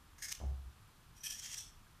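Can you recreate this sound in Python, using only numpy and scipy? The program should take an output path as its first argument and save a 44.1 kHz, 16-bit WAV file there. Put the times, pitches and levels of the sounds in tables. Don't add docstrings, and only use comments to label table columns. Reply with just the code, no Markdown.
import sys
import numpy as np
from scipy import signal
from scipy.fft import rfft, irfft
from scipy.io import wavfile

SR = 44100
rng = np.random.default_rng(int(sys.argv[2]) if len(sys.argv) > 2 else 0)


def wav_out(sig):
    wavfile.write(sys.argv[1], SR, np.round(np.clip(np.atleast_2d(sig).T, -1, 1) * 32767).astype(np.int16))


N = 88200
TIME = np.arange(N) / SR
HZ = np.fft.rfftfreq(2 * N, 1 / SR)

# t/s, level/dB
PULL_ENVELOPE = [(.181, -70), (.184, -55), (.197, -62), (.212, -62.5), (.224, -52.5), (.238, -43),
                 (.26, -46.5), (.278, -58), (.286, -43), (.304, -49), (.318, -41), (.327, -49)]
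BITE_ENVELOPE = [(1.15, -77), (1.176, -61.5), (1.198, -70), (1.227, -67), (1.235, -49), (1.266, -39.5),
                 (1.291, -51.5), (1.306, -43.5), (1.33, -46.5), (1.362, -53.5)]
DRAG_ENVELOPE = [(1.355, -56.5), (1.392, -50.5), (1.416, -58.5), (1.428, -47.5), (1.44, -47),
                 (1.455, -47.5), (1.495, -50.5), (1.53, -45), (1.562, -53.5)]
SCRAPE_ENVELOPE = [(1.562, -52.5), (1.58, -43), (1.605, -50.5), (1.645, -56), (1.70, -66), (1.735, -86)]
# f/Hz, width/Hz, gain/dB
PULL_BANDS = [(1670, 560, 15), (2140, 170, 13), (2820, 170, -1), (5110, 140, 13), (6460, 210, 13.5),
              (7450, 220, -7), (8900, 2100, 2.5), (13300, 740, 11)]
BITE_BANDS = [(1744, 83, 16), (2518, 110, 14.5), (3175, 264, 17), (5810, 370, 10), (7600, 260, -11),
              (8250, 280, 8), (13000, 5600, 7.5)]
DRAG_BANDS = [(1890, 620, 8), (3240, 340, 10.5), (5620, 300, 6.5), (6020, 280, 3), (6560, 400, 4.5),
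              (13100, 2400, 1.5)]
SCRAPE_BANDS = [(2630, 41, 9), (3400, 390, 12), (5860, 540, 11.5), (8100, 900, 4.5), (13000, 2600, 1)]
# f/Hz, relative level/dB
PEEL_EQ = [(100, -35), (600, -23), (1350, -20.5), (1700, -10.5), (2800, -10), (4200, -9), (5600, 0.5),
           (7000, -3.5), (9000, -7), (11500, -15), (14000, -15.5)]
# release t/s, level/dB
BLADE_RIPS = [(0.2294, -41.5), (0.2375, -46), (1.243, -47), (1.3103, -41.5), (1.33, -49), (1.401, -45),
              (1.464, -43), (1.5475, -41.5), (1.5905, -44.5), (1.613, -50)]
# release t/s, attack/s, level/dB
STRIP_SNAPS = [(.3272, 0.011, -35.5), (0.354, 0.0077, -49)]
# f/Hz, relative level/dB
SNAP_EQ = [(500, -29), (1200, -14), (1700, -10), (2600, -4), (4200, -7.5), (5200, 2), (6500, 3), (7600, -4),
           (12000, -10.5), (13600, -9)]
# t/s, level/dB
KNOCK_HITS = [(.402, -60.5), (.414, -54.5), (.438, -59)]
# f/Hz, relative level/dB, t60/s
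KNOCK_RESONANCES = [(102.05, 4.5, 0.99), (150.9, -4.5, 0.92), (203, 0.5, 0.12), (297, -13, 0.13),
                    (391, -8, 0.44), (545, 1, 0.044), (624, 4.5, 0.074), (678, -10, 0.39), (748, -17, 1),
                    (899, -12.5, 0.15)]
# t/s, f/Hz, attack/s, t60/s, level/dB
BOOM_SWELLS = [(0.4118, 67.22, 0.082, 0.49, -33), (0.577, 71, 0.017, 0.22, -54),
               (.652, 63.7, 0.026, 0.16, -45), (0.779, 103.3, 0.08, 0.14, -60.5)]
# f/Hz, t60/s
ROOM_DECAY = [(200, 0.35), (1500, 0.63), (4000, 0.37), (7000, 0.45), (13000, 0.23)]
# f/Hz, gain/dB
ROOM_EQ = [(200, 5), (1100, -7.5), (1900, -13.5), (3200, -3.5), (5600, -9.5), (6500, -12), (9000, -10),
           (12000, -4)]
# f/Hz, relative level/dB
ROOM_TONE_EQ = [(12, -36.5), (20, -1), (107, -9.5), (181, -15), (290, -22.5), (561, -29.5), (1180, -20.5),
                (2110, -29.5), (3270, -29), (6340, -35), (14500, -37)]
# f/Hz, side gain/dB
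SIDE_EQ = [(100, -50), (500, -27), (1100, -45), (3500, -37), (5000, -17), (9000, -5), (14000, -8)]

CELLS_PER_S, CELL_SPREAD_DB, RUB_DB = 6000, 3, -1.5
PATCH_HZ, PATCH_S, PATCH_DB = 350, 0.074, 2
FLUTTER_S, FLUTTER_DB = 0.0088, 0
RIP_ATTACK_S = 0.01
TREBLE_HZ, TREBLE_START_DB, TREBLE_FADE_DB_PER_S = 9300, 2.5, 23
SQUEAK_S, SQUEAK_LENGTH_S, SQUEAK_HZ, SQUEAK_DB = 1.201, 0.023, 5835, -54
SQUEAK_WAVER_HZ, SQUEAK_WAVER_S = 45, 0.0042
KNOCK_BLUR_RAD, KNOCK_BLUR_S = 0.6, 0.025
PUFF_DB, PUFF_HZ, PUFF_T60 = -0.5, 900, 0.16
TICK_S, TICK_HZ, TICK_T60, TICK_DB = 1.868, 1606, 0.036, -58
ROOM_DB, ROOM_ATTACK_S = -2, 0.006
ROOM_TONE_DB, RUMBLE_HZ, RUMBLE_SWELL_S, RUMBLE_SWELL_DB = -62, 200, 0.06, 1.2
HIGH_CUT_HZ = 14400


def stroke(envelope, bands):
    times, level_db = np.transpose(envelope)
    force = amp(np.interp(TIME, times, level_db, left=-120, right=-120))
    for release, db in BLADE_RIPS:
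        if times[0] < release < times[-1]:
            force = np.hypot(force, rip(release, RIP_ATTACK_S, db))
    bands_db = sum(gain / (1 + (2 * (HZ - hz) / width) ** 2) for hz, width, gain in bands)
    tearing = colour(force * crackle(), curve_at(PEEL_EQ, HZ) + bands_db)
    rasp, spray = crossover(tearing, TREBLE_HZ)
    elapsed = np.maximum(TIME - times[0], 0)
    return rasp + spray * amp(TREBLE_START_DB - TREBLE_FADE_DB_PER_S * elapsed)


def crackle():
    size = amp(CELL_SPREAD_DB * np.minimum(rng.exponential(1, N), 4))
    bursts = size * rng.choice([-1, 1], N) * (rng.random(N) < CELLS_PER_S / SR)
    rub = amp(RUB_DB) * rng.standard_normal(N)
    hz, t, spectrum = signal.stft(unit(bursts) + rub, SR, nperseg=256)
    drift = smooth(rng.standard_normal(spectrum.shape), PATCH_S / t[1])
    patches = smooth(drift.T, PATCH_HZ / hz[1]).T
    grains = signal.istft(spectrum * amp(PATCH_DB * patches), SR, nperseg=256)[1][:N]
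    return unit(grains * amp(FLUTTER_DB * np.clip(wander(FLUTTER_S), -2, 2)))


def rip(release, attack, db):
    rise = np.clip((TIME - release) / attack + 1, 0, 1)
    return amp(db) * np.sin(np.pi / 2 * rise) * (TIME < release)


def snap():
    force = sum(rip(*flick) for flick in STRIP_SNAPS)
    return colour(force * rng.choice([-1., 1.], N), curve_at(SNAP_EQ, HZ))


def squeak():
    swell = np.sin(np.pi * np.clip((TIME - SQUEAK_S) / SQUEAK_LENGTH_S, 0, 1))
    hz = SQUEAK_HZ + SQUEAK_WAVER_HZ * wander(SQUEAK_WAVER_S)
    return amp(SQUEAK_DB) * swell * np.sin(2 * np.pi * np.cumsum(hz) / SR)


def knock():
    out = np.zeros(N)
    lowpass = signal.butter(N=3, Wn=PUFF_HZ, fs=SR, output="sos")
    for start, db in KNOCK_HITS:
        t = np.maximum(TIME - start, 0)
        blur = KNOCK_BLUR_RAD * np.minimum(t / KNOCK_BLUR_S, 1)
        ring = np.zeros(N)
        for hz, mode_db, t60 in KNOCK_RESONANCES:
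            phase = 2 * np.pi * hz * t + blur * wander(KNOCK_BLUR_S)
            ring += amp(mode_db - 60 * t / t60) * np.sin(phase)
        dull_noise = unit(signal.sosfilt(lowpass, rng.standard_normal(N)))
        puff = dull_noise * amp(PUFF_DB - 60 * t / PUFF_T60) * (t > 0)
        out += amp(db) * (ring + puff)
    return out


def boom():
    out = np.zeros(N)
    for start, hz, attack, t60, db in BOOM_SWELLS:
        t = np.maximum(TIME - start, 0)
        swell = np.sin(np.pi / 2 * np.minimum(t / attack, 1))
        decay = amp(db - 60 * np.maximum(t - attack, 0) / t60)
        out += swell * decay * np.sin(2 * np.pi * hz * t)
    return out


def tick():
    t = np.maximum(TIME - TICK_S, 0)
    return amp(TICK_DB - 60 * t / TICK_T60) * np.sin(2 * np.pi * TICK_HZ * t)


def room_tail(x):
    fade_in = np.minimum(TIME[:SR] / ROOM_ATTACK_S, 1)
    reflections = rng.standard_normal(SR) * (rng.random(SR) < 0.1) * fade_in
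    hz, t, spectrum = signal.stft(reflections, SR, nperseg=256)
    decay = amp(-60 * t / curve_at(ROOM_DECAY, hz)[:, None])
    tail = signal.istft(spectrum * decay, SR, nperseg=256)[1]
    return eq(signal.fftconvolve(x, tail / np.linalg.norm(tail))[:N], ROOM_EQ)


def room_tone():
    bed = unit(eq(rng.standard_normal(N), ROOM_TONE_EQ))
    rumble, hiss = crossover(bed, RUMBLE_HZ)
    return amp(ROOM_TONE_DB) * (hiss + rumble * amp(RUMBLE_SWELL_DB * wander(RUMBLE_SWELL_S)))


def amp(db):
    return 10 ** (np.asarray(db) / 20)


def unit(x):
    return x / np.sqrt(np.mean(x ** 2) + 1e-20)


def smooth(x, span):
    size = x.shape[-1]
    return unit(irfft(rfft(x) * np.exp(-(np.fft.rfftfreq(size) * span) ** 2), size))


def wander(seconds):
    return smooth(rng.standard_normal(N), seconds * SR)


def curve_at(points, hz):
    f, value = np.transpose(points)
    return np.interp(np.log(hz + 1), np.log(f + 1), value)


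def colour(x, db):
    cepstrum = irfft(np.log(amp(db)))
    cepstrum[1:N] *= 2
    cepstrum[N + 1:] = 0
    response = np.exp(rfft(cepstrum))
    return irfft(rfft(x, 2 * N) * response)[:N] / np.sqrt(np.mean(abs(response) ** 2))


def eq(x, points):
    return irfft(rfft(x, 2 * N) * amp(curve_at(points, HZ)))[:N]


def crossover(x, hz):
    low = irfft(rfft(x, 2 * N) / (1 + (HZ / hz) ** 8))[:N]
    return low, x - low


def scene():
    strokes = [(PULL_ENVELOPE, PULL_BANDS), (BITE_ENVELOPE, BITE_BANDS),
               (DRAG_ENVELOPE, DRAG_BANDS), (SCRAPE_ENVELOPE, SCRAPE_BANDS)]
    zesting = sum(stroke(envelope, bands) for envelope, bands in strokes)
    close = zesting + snap() + squeak() + knock() + tick()
    mid = close + amp(ROOM_DB) * room_tail(close) + boom() + room_tone()
    side = eq(room_tail(close) + room_tone(), SIDE_EQ)
    return np.array([mid + side, mid - side])


def record(dry):
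    high_cut = signal.firwin(401, HIGH_CUT_HZ, window=("kaiser", 9), fs=SR)
    return signal.oaconvolve(dry, high_cut[None], "same")


dry = scene()
out = record(dry)
wav_out(out)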